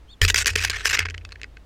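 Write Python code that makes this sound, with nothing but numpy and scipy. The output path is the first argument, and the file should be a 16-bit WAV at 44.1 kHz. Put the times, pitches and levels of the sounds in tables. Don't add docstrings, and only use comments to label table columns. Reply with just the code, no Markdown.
import sys
import numpy as np
from scipy import signal
from scipy.fft import rfft, irfft, next_fast_len
from scipy.io import wavfile
from scipy.ndimage import uniform_filter1d

SR = 44100
rng = np.random.default_rng(int(sys.argv[2]) if len(sys.argv) > 2 else 0)


def pcm_store(signal):
    levels = np.round(np.clip(np.atleast_2d(signal), -1, 1) * 32767)
    wavfile.write(sys.argv[1], SR, levels.astype(np.int16).T)


N = 72765

# freq_hz, gain_db
SHELL_COLOUR = [(100, -14.5), (250, -24.5), (750, -16.5), (1150, -7.5), (1550, 1), (2500, -0.5), (3750, -8),
                (5200, -6), (7600, -14.5), (8300, -20), (9500, -21), (11200, -31), (13000, -26.5),
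                (16000, -41)]
# freq_hz, t60_s, gain_db
SHELL_MODES = [(425.6, 0.081, 8), (1777, 0.018, -5.5), (1923, 0.22, -4), (2192, 0.048, -4.5),
               (2574, 0.023, -0.5), (3325, 0.053, -2), (4900, 0.038, -1)]


def knocks():
    # start_s, level_db, pitch_hz, skid_s, relative_thud_db
    strikes = [(0.216, -9, 3166, 0.0018, -16.5), (0.249, -10.5, 2564, 0.0035, -16.5),
               (0.3, -12, 2980, 0.0016, -23), (0.3034, -14, 3740, 0.0021, -17),
               (0.344, -10.5, 1465, 0.0024, -22.5), (0.3591, -13, 6170, .0021, -34),
               (.4590, -13, 1650, 0.0004, -36), (0.468, -21.5, 1870, 0.0018, -8.5),
               (.483, -21.5, 2340, 0.00059, -13.5), (0.5553, -13.5, 2560, 0.0037, -37),
               (.56, -15, 2050, 0.001, -8.5), (0.6482, -12, 1554, .003, -32),
               (.6980, -18, 4190, 0.0014, -19), (0.7032, -20.5, 4900, 0.00075, -33),
               (0.856, -11.5, 1600, 0.00053, -18.5), (0.991, -10.5, 2184, 0.0031, -18.5)]
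    out, t = np.zeros(N), np.arange(SR // 10) / SR
    for start_s, level_db, pitch_hz, skid_s, thud_db in strikes:
        hit = claw(t, pitch_hz, skid_s, attack_s=0.00045, release_s=0.0011,
                   ping_db=-3.5, ping_decay_s=0.00083, tilt_db_oct=2.92)
        add(out, start_s, undb(level_db) * (hit + undb(thud_db) * thud(t)))
    return out


def strokes():
    # start_s, length_s, level_db
    sweeps = [(0.213, 0.028, -20.5), (0.251, 0.013, -33), (0.277, 0.011, -19.5), (0.284, 0.011, -23),
              (0.303, 0.022, -42), (0.354, 0.02, -22.5), (0.374, 0.015, -17.5), (0.392, 0.032, -23.5),
              (0.4651, 0.0047, -14), (0.475, 0.0044, -14.5), (0.492, 0.015, -26.5), (0.503, 0.034, -42),
              (0.566, 0.014, -28), (0.579, 0.015, -24), (0.6, 0.016, -27.5), (0.619, 0.0071, -24),
              (0.633, 0.01, -21.5), (0.654, 0.028, -31), (0.703, 0.015, -29.5), (0.727, .023, -28.5),
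              (0.754, 0.014, -27.5), (0.777, 0.04, -36), (0.825, 0.016, -38), (0.845, 0.019, -22.5),
              (0.865, 0.011, -21), (0.89, 0.011, -21.5), (0.905, 0.012, -21.5), (0.927, 0.026, -18),
              (0.964, 0.0064, -28.5), (1, 0.0062, -21.5), (1.014, 0.017, -31)]
    # time_s, tilt_db_oct
    brightness = [(.28, 4.5), (.5, 3.5), (.66, 1.5), (.76, -3), (.86, 5), (1.01, -5.5)]
    grains_per_s, spread_db, swell_db, chatter_db = 2400, 3.5, 3.5, 2
    out, t = np.zeros(N), np.arange(SR // 10) / SR
    for start_s, length_s, level_db in sweeps:
        sign, size, hiss = rng.standard_normal((3, len(t)))
        grains = (rng.random(len(t)) < grains_per_s / SR) * np.sign(sign) * undb(spread_db * size)
        pressure = envelope(t, 0.0038, length_s, 0.0037) * undb(swell_db * t / length_s)
        pressure *= undb(chatter_db * wander(len(t), int(0.003 * SR)))
        friction = (unit(grains) + 0.67 * hiss) * pressure
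        tilt_db_oct = np.interp(start_s, *np.array(brightness).T)
        brush = spot_colour(shell(tilt(friction, tilt_db_oct)))
        add(out, start_s, undb(level_db) * burst(brush, length_s))
    return out


def ticks():
    # start_s, level_db, pitch_hz, length_s
    touches = [(0.4454, -27, 6140, 0.00044), (0.49, -18.5, 1830, 0.0045), (.534, -34.5, 2690, 0.0026),
               (0.807, -26.5, 1620, 0.0014), (0.878, -19.5, 2530, 0.0029), (0.9724, -16.5, 2150, 0.0023),
               (.985, -20.5, 1440, 0.0038), (1.016, -26.5, 2230, 0.0034), (1.053, -19, 1895, 0.0058),
               (1.0645, -27.5, 1690, 0.0028), (1.0857, -25.5, 2330, 0.0032), (1.1, -29, 2560, 0.00072),
               (1.1072, -30, 3150, 0.00034), (1.1427, -27.5, 1950, 0.0049), (1.1792, -31, 3020, 0.00081),
               (1.2505, -30, 2670, 0.00087), (1.2912, -43, 1710, 0.00027), (1.321, -32, 4370, 0.00082),
               (1.3255, -34.5, 4230, 0.00088), (1.356, -36, 1830, 0.0034), (1.4156, -31.5, 2750, 0.00038),
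               (1.4328, -27.5, 2630, 0.00042), (1.44, -29, 1960, 0.0043), (1.569, -37.5, 1536, 0.0027)]
    # length_s, tilt_db_oct
    brightness = [(.0007, 1.5), (.003, -4.5)]
    # freq_hz, gain_db
    tick_colour = [(300, 1), (900, -4), (1600, -1), (7000, -4.5), (12000, -11.5)]
    grip_count, grip_from_s, grip_span_s, grip_db = 8, 1.11, 0.36, -48
    grip_shifts = [(grip_from_s + when * grip_span_s, grip_db, *touches[int(pick * len(touches))][2:])
                   for when, pick in rng.random((grip_count, 2))]
    out, t = np.zeros(N), np.arange(SR // 10) / SR
    for start_s, level_db, pitch_hz, length_s in list(touches) + grip_shifts:
        tilt_db_oct = np.interp(length_s, *np.array(brightness).T)
        tap = claw(t, pitch_hz, length_s, attack_s=0.53 * length_s, release_s=0.00089,
                   ping_db=-2.5, ping_decay_s=0.0012, tilt_db_oct=tilt_db_oct)
        add(out, start_s, undb(level_db) * (tap + undb(-20.5) * thud(t)))
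    return colour(out, tick_colour)


def claw(t, pitch_hz, length_s, attack_s, release_s, ping_db, ping_decay_s, tilt_db_oct):
    force = rng.standard_normal(len(t)) * envelope(t, attack_s, length_s, release_s)
    force[0] += 3.4
    skid = burst(shell(tilt(force, tilt_db_oct)))
    ping = np.sin(2 * np.pi * pitch_hz * t) * envelope(t, length_s / 2, length_s, ping_decay_s)
    return burst(skid + undb(ping_db) * burst(colour(ping, SHELL_COLOUR)))


def thud(t, pitch_hz=443, decay_s=0.0024, hollow_db=-2):
    knock = 2 * np.sin(2 * np.pi * pitch_hz * t) * np.exp(-t / decay_s)
    mode_hz, t60_s, _ = SHELL_MODES[0]
    return knock + undb(hollow_db) * ring(knock, mode_hz, t60_s)


def shell(force):
    body = colour(force, SHELL_COLOUR)
    return body + sum(undb(db) * ring(body, hz, t60_s) for hz, t60_s, db in SHELL_MODES)


def spot_colour(x, spread_db=4):
    freq_hz = np.geomspace(1200, 16000, 28)
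    gain_db = spread_db * rng.standard_normal(len(freq_hz))
    gain_db[0] = 0
    return colour(x, np.c_[freq_hz, gain_db])


def rattle(contact, t, t60_s=0.054, level_db=-15):
    tail = rng.standard_normal(N) * undb(-60 * t / t60_s)
    tail /= np.sqrt(np.sum(tail ** 2))
    return undb(level_db) * signal.fftconvolve(contact, tail)[:N]


def mount(t):
    # start_s, sway_db, bounce_db, bounce_t60_s (short while the feet damp it)
    shoves = [(0.215, -33, -11, 0.3), (0.363, -62, -31.5, 0.71), (0.498, -56, -28.5, 0.85),
              (0.56, -57, -30.5, 1), (.88, -62, -36, 0.69), (0.996, -56, -28.5, 1.0)]
    sway_hz, bounce_hz, thump_hz = 52.7, 85.6, 35
    idle_sway_db, thump_db, rumble_db = -53, -16, -41.5
    landing_s = shoves[0][0]

    def fade(start_s, t60_s, rise_s=0.006):
        age_s = np.maximum(t - start_s, 0)
        return np.minimum(age_s / rise_s, 1) * undb(-60 * age_s / t60_s)

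    def swing(hz):
        return np.sqrt(2) * np.sin(2 * np.pi * hz * (t - landing_s))

    sway_power, bounce_power = undb(idle_sway_db) ** 2, 0
    for start_s, sway_db, bounce_db, bounce_t60_s in shoves:
        sway_power += (undb(sway_db) * fade(start_s, t60_s=4.6)) ** 2
        bounce_power += (undb(bounce_db) * fade(start_s, bounce_t60_s, rise_s=0.018)) ** 2
    boom = np.sqrt(sway_power) * swing(sway_hz) + np.sqrt(bounce_power) * swing(bounce_hz)
    thump = undb(thump_db) * fade(landing_s, t60_s=0.3) * swing(thump_hz)
    shake = colour(rng.standard_normal(N), [(35, 4.5), (140, -16), (430, -11), (800, -24.5), (3000, -74)])
    rumble = undb(rumble_db) * fade(landing_s, t60_s=5.8) * unit(shake)
    return boom + thump + rumble


def chirp(t, waver=0.018, octave_db=-19):
    # time_s, pitch_hz, level_db
    low_voice = [(.079, 2910, -72), (.094, 3250, -54), (.114, 3640, -50), (.124, 3740, -58),
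                 (.133, 3620, -47), (.151, 3250, -73)]
    # time_s, pitch_hz, level_db
    high_voice = [(.090, 4270, -68), (.110, 4350, -58), (.125, 4420, -56), (0.147, 4100, -80)]
    out = np.zeros(N)
    for voice in (low_voice, high_voice):
        time_s, pitch_hz, level_db = np.array(voice).T
        glide_hz = np.interp(t, time_s, pitch_hz) * (1 + waver * wander(N, 90))
        phase = 2 * np.pi * np.cumsum(glide_hz) / SR
        amplitude = np.sqrt(2) * np.interp(t, time_s, undb(level_db), left=0, right=0)
        out += amplitude * (np.sin(phase) + undb(octave_db) * np.sin(2 * phase))
    return out


def yard(level_db=-51.5):
    # freq_hz, gain_db
    spectrum = [(45, 7.5), (90, 5), (160, -4.5), (400, -10), (800, -14.5), (3200, -22.5), (6500, -31),
                (16000, -43)]
    return undb(level_db) * unit(colour(rng.standard_normal(N), spectrum))


def undb(db):
    return 10 ** (np.asarray(db) / 20)


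def unit(x):
    return x / np.sqrt(np.mean(x ** 2))


def burst(x, length_s=0.003):
    return x * np.sqrt(length_s * SR / np.sum(x ** 2))


def wander(samples, window_samples):
    return unit(uniform_filter1d(rng.standard_normal(samples), window_samples))


def colour(x, points):
    freq_hz, gain_db = np.array(points, float).T
    size = 2 * next_fast_len(len(x))
    bins_hz = np.maximum(np.fft.rfftfreq(size, 1 / SR), 1)
    gain = undb(np.interp(np.log(bins_hz), np.log(freq_hz), gain_db))
    cepstrum = irfft(np.log(gain))
    cepstrum[1:size // 2] *= 2
    cepstrum[size // 2 + 1:] = 0
    return irfft(rfft(x, size) * np.exp(rfft(cepstrum)))[:len(x)]


def tilt(x, db_oct):
    return colour(x, [(2000, 0), (16000, 3 * db_oct)])


def ring(x, freq_hz, t60_s):
    width_hz = np.log(1000) / np.pi / t60_s
    return signal.lfilter(*signal.iirpeak(freq_hz, freq_hz / width_hz, fs=SR), x)


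def envelope(t, attack_s, length_s, release_s):
    return np.clip(t / attack_s, 0, 1) * np.exp(-np.maximum(t - length_s, 0) / release_s)


def add(out, start_s, x):
    i = int(start_s * SR)
    out[i:i + len(x)] += x[:N - i]


def scene():
    t = np.arange(N) / SR
    contact = knocks() + ticks() + strokes()
    housing = contact + rattle(contact, t)
    background = yard()
    return (housing + mount(t) + chirp(t) + background)[None]


def record(dry):
    cutoff_hz = 15800
    lowpass = signal.ellip(8, 0.2, 80, cutoff_hz, fs=SR, output="sos")
    return signal.sosfilt(lowpass, np.tanh(dry))


dry = scene()
out = record(dry)
pcm_store(out)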